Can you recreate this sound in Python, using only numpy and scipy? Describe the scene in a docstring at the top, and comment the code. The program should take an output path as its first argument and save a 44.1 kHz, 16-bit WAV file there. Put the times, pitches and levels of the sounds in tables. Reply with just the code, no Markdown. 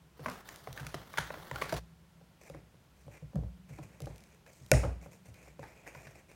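"""Cutting open a cardboard box

In a small bedroom, scissors bite through a paper-wrapped box. Each bite cracks the corrugated board,
fibres crackle between the blades, and every nudge thumps the hollow box. Then fingers knock and slide
on the lid as the flaps are pulled open; a stuck flap lets go with one loud pop and the box jolts."""
import sys
import numpy as np
from scipy import signal
from scipy.fft import rfft, irfft
from scipy.io import wavfile
from scipy.ndimage import uniform_filter1d

SR = 44100
rng = np.random.default_rng(int(sys.argv[2]) if len(sys.argv) > 2 else 0)


def waveform_to_disk(signal):
    """Save audio, clipped to [-1, 1], as 16-bit WAV at the path in sys.argv[1]."""
    frames = np.transpose(np.atleast_2d(signal))
    scaled = np.clip(frames, -1, 1) * 32767
    samples = np.round(scaled).astype(np.int16)
    wavfile.write(sys.argv[1], SR, samples)


N = 280035
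TIME = np.arange(N) / SR


def amp(db):
    """Turns decibels into a number to multiply by."""
    return 10 ** (np.asarray(db) / 20)


def unit_level(x):
    """Scales a sound to an average (rms) level of 1."""
    return x / np.sqrt(np.mean(x ** 2) + 1e-20)


def burst(x):
    """Gives a short sound the energy of 10 ms at level 1."""
    return x * np.sqrt(SR / 100 / np.sum(x ** 2))


def look_up(curve, hz):
    """Reads a curve's value at any pitch, between its listed points."""
    pitches, values = np.transpose(curve)
    return np.interp(np.log(hz + 1), np.log(pitches + 1), values)


def add(mix, start_s, sound):
    """Mixes a sound in at its start time."""
    part = mix[round(start_s * SR):][:len(sound)]
    part += sound[:len(part)]


def colour(x, curve, size=4096):
    """Makes each pitch louder or softer, following a tone curve."""
    log_gain = np.log(amp(look_up(curve, abs(np.fft.fftfreq(size, 1 / SR)))))
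    response = np.fft.ifft(np.exp(np.conj(signal.hilbert(log_gain)))).real
    return signal.fftconvolve(x, response[:size // 2])[:len(x)]


def ring(hz, fade_s, rise_cycles, length_s=0.7):
    """A tone that swells over rise_cycles and dies away by 60 dB in fade_s."""
    t = TIME[:int(length_s * SR)]
    swell = 1 - np.exp(-(t * hz / rise_cycles) ** 2)
    return np.sin(2 * np.pi * hz * t) * amp(-60 * t / fade_s) * swell


# Tone of the quiet room: pitch_hz, gain_db
AIR_TONE = [(15, -90.5), (25, -30), (64, 5), (87, -6), (166, 0), (270, -15.5), (354, -13.5), (384, -15.5),
            (1130, -20), (1230, -24.5), (1370, -19), (1520, -22.5), (2410, -25), (8140, -33), (16000, -37)]

def room_air():
    """The quiet room: a steady, low hush."""
    return amp(-62) * unit_level(colour(rng.standard_normal(N), AIR_TONE, size=16384))


def electronic_ticks():
    """Electronics tick faintly, 30 times a second."""
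    pulses = np.diff(np.floor(30 * (TIME - .004)), prepend=-1)
    tick = ring(3000, fade_s=.006, rise_cycles=1, length_s=.02)
    return amp(-62) * signal.fftconvolve(pulses, tick)[:N]


# How long the room's echo lasts: pitch_hz, fade_s
ECHO_FADE = [(100, 1), (500, 0.28), (2000, 0.43), (5000, 0.39), (11000, 0.32), (16000, 0.41)]
# Tone that the walls send back: pitch_hz, gain_db
ECHO_TONE = [(60, -12), (150, 0.5), (1000, -5), (9500, -0.5), (11000, -6.5), (16000, -10)]

def room_echo(x, build_s=.014):
    """Sound bounces between the walls and blurs into a wash that builds up and dies away."""
    hz, t, spectrum = signal.stft(x, SR, nperseg=256)
    age = t[:300]
    swell = 1 - np.exp(-(age / build_s) ** 2)
    tail = (swell * amp(-60 * age / look_up(ECHO_FADE, hz)[:, None])) ** 2
    tail /= tail.sum(1, keepdims=True)
    power = abs(spectrum) ** 2
    power = np.where(hz[:, None] > 900, uniform_filter1d(power, size=3, axis=0), power)
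    power = abs(signal.fftconvolve(power, tail, axes=1)[:, :len(t)])
    noise = rng.standard_normal(power.shape) + 1j * rng.standard_normal(power.shape)
    scattered = np.sqrt(power) * noise * amp(look_up(ECHO_TONE, hz))[:, None]
    return signal.istft(scattered, SR, nperseg=256)[1][:N]


# Low notes that linger in the room: pitch_hz, level_db, fade_s
ROOM_NOTES = [(166.2, -71.5, 1.97), (186.4, -74, 2.9)]

def standing_waves(x):
    """Low notes caught between the walls hum on after each thump."""
    notes = sum(amp(db) * ring(hz, fade_s, rise_cycles=2.6, length_s=1.8)
                for hz, db, fade_s in ROOM_NOTES)
    return signal.fftconvolve(x, notes)[:N]


# The whole box shifts or drops: start_s, level_db, pitch_hz
THUMPS = [(0.205, -54, 140), (0.26, -53, 237), (0.285, -55.5, 255.5), (0.68, -51, 131), (0.807, -48.5, 136),
          (0.854, -52.5, 150), (0.947, -56.5, 145), (1.187, -54.5, 164.7), (1.515, -50, 126),
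          (1.727, -44, 150), (2.5, -54, 148), (3.064, -54, 134), (3.222, -50, 146.6), (3.344, -44.5, 194.5),
          (3.358, -38, 150.4), (3.424, -45, 101), (3.704, -51, 140.4), (3.796, -54.5, 136),
          (4.019, -45.5, 132.6), (4.076, -50.5, 132), (4.61, -56.5, 130), (4.724, -27, 130),
          (4.84, -37.5, 108), (4.87, -43, 100), (5.28, -55, 108.6), (5.957, -57, 136), (6.064, -58, 139.5)]
# Tone of the box's fluttering walls: pitch_hz, gain_db
FLUTTER_TONE = [(60, -13), (150, -18), (260, 6.5), (370, -9), (500, 2), (700, -12), (1100, -31),
                (2500, -46), (6000, -74)]

def box_thumps():
    """A push makes the air in the box hum, its walls flutter dully and the floor boom low and long."""
    out, t = np.zeros(N), TIME[:SR // 4]
    # every crack and knock also nudges the box, a moment later and more weakly
    nudges = [(s, db - 22) for s, db, *_ in CRACKS] + [(s, db - 11.5) for s, db, _ in KNOCKS]
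    lag_s, box_hz, wall_db = .0042, 146.2, -7.5
    pushes = list(THUMPS) + [(s + lag_s, db, box_hz) for s, db in nudges]
    boom = amp(6) * ring(59.4, fade_s=.36, rise_cycles=1.7)
    for start_s, db, hz in pushes:
        hum = amp(15.5) * ring(hz, fade_s=.16, rise_cycles=.99, length_s=.3)
        low_hum = amp(6) * ring(hz * .76, fade_s=.3, rise_cycles=.88, length_s=.3)
        wall = amp(.5) * ring(hz * 1.8, fade_s=.13, rise_cycles=2.2, length_s=.3)
        puff = rng.standard_normal(len(t)) * np.exp(-t / .024)
        flutter = amp(4) * burst(colour(puff, FLUTTER_TONE))
        add(out, start_s, amp(db) * (hum + low_hum + amp(wall_db) * wall))
        add(out, start_s, amp(db + wall_db) * flutter)
        add(out, start_s, amp(db + .23 * (db + 55.5)) * boom)  # the boom grows faster than the hum
    return out


def fibres(count, per_s, spread_db):
    """Paper fibres snap at random, in clicks of different sizes."""
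    sizes = amp(spread_db * np.minimum(rng.exponential(1, count), 4))
    signs = rng.choice([-1, 1], count)
    snaps = rng.random(count) < per_s / SR
    return unit_level(sizes * signs * snaps)


def fracture(crumble_s, first_snap, count=5000):
    """One snap, then a dying run of smaller ones, with lows and highs evened out."""
    decay = np.exp(-TIME[:count] / crumble_s)
    run = burst(fibres(count, per_s=6400, spread_db=6.5) * decay)
    run[0] += first_snap
    spectrum = rfft(run, 2 * count)
    broad_tone = np.sqrt(uniform_filter1d(abs(spectrum) ** 2, size=260) + 1e-9)
    return irfft(spectrum / broad_tone)[:count] * decay ** .25


def friction(strokes, body_tone, hiss_tone, per_s, attack_s, sag_db, release_s):
    """Fibres stick and slip in bunches, sounding through the board and as a dry hiss."""
    out, count = np.zeros(N), SR // 2
    for start_s, length_s, body_db, hiss_db in strokes:
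        t = TIME[:min(int(length_s * SR), count)]
        grip = np.minimum(t / attack_s, (length_s - t) / release_s)
        pressure = np.minimum(grip, 1) * amp(sag_db * t / length_s)
        bunches = amp(2.5 * unit_level(uniform_filter1d(rng.standard_normal(count), size=400)))
        grains = (fibres(count, per_s, spread_db=-1) * bunches)[:len(t)]
        body = amp(body_db) * unit_level(colour(grains, body_tone))
        hiss = amp(hiss_db) * unit_level(colour(grains, hiss_tone))
        add(out, start_s, pressure * (body + hiss))
    return out


def bending(x, depth_db=2.5):
    """As the board bends and the touch moves, some pitches grow louder and others softer."""
    spectrum = signal.stft(x, SR, nperseg=256)[2]
    patches = uniform_filter1d(rng.standard_normal(spectrum.shape), size=3, axis=0)
    patches = unit_level(uniform_filter1d(patches, size=9, axis=1))
    share = np.linspace(0, 8, len(spectrum)).clip(0, 1)[:, None]  # the bass stays put
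    return signal.istft(spectrum * amp(depth_db * share * patches), SR, nperseg=256)[1][:N]


# Tone of the cardboard: pitch_hz, gain_db
BOARD_TONE = [(150, -16.5), (300, -5), (550, 0.5), (1100, 2), (1700, 8), (2400, 4.5), (3200, -5),
              (5000, -34)]
# Notes of one panel: pitch_ratio, strength
PANEL_NOTES = [(1, 1), (.58, .45), (1.47, .35)]

def panel(hz, crumble_s, fade_cycles=17):
    """A break or knock rings the cardboard around it; a big, low panel is also duller."""
    body = colour(fracture(crumble_s, first_snap=15), BOARD_TONE)
    cutoff_hz = min(hz * (1 + hz / 1400), 2400)
    body = signal.lfilter(*signal.butter(3, cutoff_hz, fs=SR), body)
    notes = sum(strength * ring(hz * ratio, fade_cycles / (hz * ratio), rise_cycles=.4, length_s=.06)
                for ratio, strength in PANEL_NOTES)
    ringing = signal.fftconvolve(body, notes)[:len(body)]
    return burst(burst(body) + burst(ringing))


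# Tone of the box's paper skin: pitch_hz, gain_db
PAPER_TONE = [(1500, -0.5), (2600, 5), (3500, 2.5), (6000, 0.5), (8000, -7), (10000, -5), (16000, -15)]

def paper_skin(crumble_s):
    """The thin paper skin gives a short, bright crackle."""
    return burst(colour(fracture(crumble_s * 1.3, first_snap=2), PAPER_TONE))


# Crisp ticks of the paper alone: start_s, level_db
PAPER_TICKS = [(0.2988, -51), (0.475, -66), (0.5604, -54.5), (0.7285, -52.5), (1.1326, -59.5),
               (2.4985, -61), (3.3562, -63), (4.0038, -57), (4.019, -56), (4.0581, -57.5), (4.1598, -64.5),
               (4.1806, -64), (4.2053, -67), (4.238, -64), (4.663, -62.5), (5.342, -63.5)]

def paper_ticks():
    """Each tick moves so little paper that it sounds thin and high."""
    out = np.zeros(N)
    thin = signal.butter(1, 5040, "highpass", fs=SR)
    for start_s, db in PAPER_TICKS:
        add(out, start_s, amp(db) * burst(signal.lfilter(*thin, paper_skin(crumble_s=.001))))
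    return out


# Hands and flaps sliding: start_s, length_s, body_db, hiss_db
SLIDES = [(2.405, .13, -57, -63.5), (2.53, 0.07, -58, -78), (2.95, 0.22, -73, -74.5),
          (3.11, 0.1, -55.5, -66.5), (3.68, 0.14, -59.5, -67), (3.815, 0.057, -56, -61.5),
          (3.88, 0.28, -63.5, -75), (4.01, 0.374, -64, -72), (4.458, 0.07, -57.5, -67),
          (4.51, 0.35, -67.5, -66), (5.01, 0.075, -55.5, -63), (5.11, 0.071, -58, -62.5),
          (5.245, 0.074, -60.5, -64.5), (5.335, .19, -58.5, -67), (5.585, 0.45, -58.5, -70),
          (5.858, 0.055, -46.5, -57), (5.935, 0.21, -55.5, -64.5), (6.14, 0.087, -55.5, -67),
          (6.28, 0.15, -58.5, -68)]
# Tone of a slide through the board: pitch_hz, gain_db
SLIDE_BODY = [(120, -9.5), (300, 4), (580, 9), (850, 1), (1300, -6.5), (1800, -0.5), (2450, 4.5),
              (3100, -17), (5000, -46)]
# Tone of a slide's hiss: pitch_hz, gain_db
SLIDE_HISS = [(2000, -41), (3300, -8), (4500, -3), (6300, 4), (9300, -1.5), (10500, -9.5), (13000, -3.5),
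              (16000, -14)]

def hand_slides():
    """Hands and flaps rub over the box, catching its fibres."""
    return friction(SLIDES, SLIDE_BODY, SLIDE_HISS,
                    per_s=1400, attack_s=.013, sag_db=-3.5, release_s=.032)


# Fingers and flaps knocking on the box: start_s, level_db, contact_s
KNOCKS = [(1.3737, -48, .0012), (2.212, -59.5, .004), (2.4996, -46.5, 0.0013), (2.547, -45.5, 0.0038),
          (2.742, -63, 0.0056), (3.0802, -50.5, 0.0014), (3.3328, -58, 0.0012), (3.3573, -42.5, 0.0021),
          (3.371, -52, 0.009), (3.4355, -52.5, 0.0044), (3.7876, -44, 0.005), (4.004, -49, 0.0058),
          (4.07, -41.5, 0.0041), (4.8328, -36, 0.011), (4.849, -34, .009), (5.0604, -49.5, 0.0017),
          (5.477, -57, 0.0012), (5.593, -43.5, .0023)]

def finger_knocks(lid_hz=570):
    """Every knock rings the same lid panel; soft fingers give it little treble."""
    out = np.zeros(N)
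    soften = signal.butter(2, 1240, fs=SR)
    for start_s, db, contact_s in KNOCKS:
        knock = signal.lfilter(*soften, panel(lid_hz, contact_s))
        add(out, start_s, amp(db) * (knock + amp(-23) * paper_skin(contact_s)))
    return out


# Tone of the flap's crack: pitch_hz, gain_db
POP_TONE = [(700, 7), (2000, -25.5), (3400, -9), (4550, 0), (5000, -7), (5550, 6.5), (6300, -3), (7000, 3),
            (7800, -2.5), (8500, -1.5), (9700, -2.5), (12500, -7.5), (14500, -13), (16000, -9.5)]
# Notes that ring after it: pitch_hz, level_db, fade_s
POP_NOTES = [(430, -25, 0.034), (534, -13.5, 0.067), (616, -24, 0.2), (657, -22.5, 0.087),
             (1460, -21, 0.035), (1790, -19.5, 0.014), (2380, -12, 0.013), (2720, -26.5, 0.033)]

def flap_pop(start_s=4.716):
    """The stuck flap lets go: a sharp crack, then the panels ring."""
    out = np.zeros(N)
    crack = burst(colour(fracture(crumble_s=.0016, first_snap=14), POP_TONE))
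    add(out, start_s, amp(-22.5) * crack)
    for k, (hz, db, fade_s) in enumerate(POP_NOTES):
        add(out, start_s, (-1) ** k * amp(db) * ring(hz, fade_s, rise_cycles=.93))
    return out


# Breaks in the corrugated board: start_s, panel_db, paper_db, pitch_hz, crumble_s
CRACKS = [(0.1944, -46.5, -61, 520, 0.035), (0.26, -33.5, -52, 1127, 0.0075),
          (0.2834, -39, -53, 1050, 0.0087), (0.309, -48, -54, 1220, .019),
          (0.4883, -51, -49.5, 2140, 0.0041), (0.6733, -41, -61, 770, 0.0013),
          (0.7752, -44, -51, 1790, .02), (0.797, -46, -51.5, 1620, .008), (0.8668, -49, -45, 1520, 0.0032),
          (0.9429, -37, -47, 690, 0.0034), (1.139, -45.5, -67, 1170, .0012),
          (1.174, -39, -42.5, 2560, 0.006), (1.182, -28, -37.5, 1610, 0.006), (1.198, -54, -46, 1490, .016),
          (1.304, -38.5, -74, 1070, 0.0013), (1.341, -44, -73, 1095, 0.0027),
          (1.513, -37, -53.5, 1005, 0.00081), (1.559, -40.5, -48.5, 1420, 0.0037),
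          (1.616, -37, -42.5, 1143, 0.02), (1.621, -32, -74, 1110, 0.0018), (1.694, -43, -47, 1700, 0.0098),
          (1.7243, -29.5, -43.5, 677, 0.0056), (1.7391, -41.5, -44.5, 730, 0.011),
          (1.7647, -46.5, -45, 1010, 0.013), (4.4623, -62, -65.5, 1750, 0.0037),
          (4.737, -35, -51, 2100, 0.0021), (4.8385, -40, -56, 1290, 0.0038), (5.63, -46, -60, 885, 0.026),
          (5.866, -52, -62, 2010, 0.029), (5.949, -48.5, -63, 1020, 0.0021),
          (6.0699, -53.5, -62, 1980, 0.012)]

def board_cracks():
    """Each break in the board sounds through both the panel and its paper skin."""
    out = np.zeros(N)
    for start_s, panel_db, paper_db, hz, crumble_s in CRACKS:
        add(out, start_s, amp(panel_db) * panel(hz, crumble_s) + amp(paper_db) * paper_skin(crumble_s))
    return out


# Squeezes of the scissors: start_s, length_s, body_db, hiss_db
SNIPS = [(0.15, 0.086, -60.5, -65.5), (0.22, 0.2, -49, -56), (0.44, 0.322, -55.5, -58.5),
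         (0.74, 0.39, -53.5, -59), (1.1, .24, -54, -56), (1.31, 0.25, -51, -56.5), (1.53, 0.66, -49, -54.5)]
# Tone of a cut through the board: pitch_hz, gain_db
SNIP_BODY = [(100, 7), (250, 4), (550, 6.5), (1300, 6.5), (2200, -3.5), (3200, -54), (5000, -40)]
# Tone of a cut's hiss: pitch_hz, gain_db
SNIP_HISS = [(1500, -10.5), (3200, 12), (6000, 5), (8000, -0.5), (10500, 1), (16000, 5.5)]

def scissor_snips():
    """Fibres crackle between the blades as each squeeze grips, eases off and lets go."""
    return friction(SNIPS, SNIP_BODY, SNIP_HISS, per_s=3500, attack_s=.028, sag_db=-5, release_s=.018)


def scene():
    """Cutting, then handling and the pop, all in the small room."""
    board = board_cracks() + finger_knocks() + paper_ticks()
    box, flap = box_thumps(), flap_pop()
    snips = amp(-1) * scissor_snips()
    slides = amp(-2.5) * hand_slides()
    is_cutting = np.interp(TIME, [1.783, 1.8], [1, 0])  # the cutting breaks off suddenly
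    cutting = bending((board + snips) * is_cutting)
    handling = bending(board * (1 - is_cutting) + slides)
    cutting += amp(-5.5) * room_echo(cutting) * np.maximum(is_cutting, .15)
    handling += amp(-5.5) * room_echo(handling)
    flap += amp(-9) * room_echo(flap)
    background = room_air() + electronic_ticks() + standing_waves(box + flap)
    return (background + box + handling + flap + cutting)[None]


def record(dry):
    """A small microphone misses the deepest bass and the very highest treble."""
    thin = signal.sosfilt(signal.butter(2, 32, "highpass", fs=SR, output="sos"), dry)
    treble_cut = signal.firwin(511, 16100, window=("kaiser", 9), fs=SR)
    return signal.oaconvolve(thin, treble_cut[None], "same")


dry = scene()
out = record(dry)
waveform_to_disk(out)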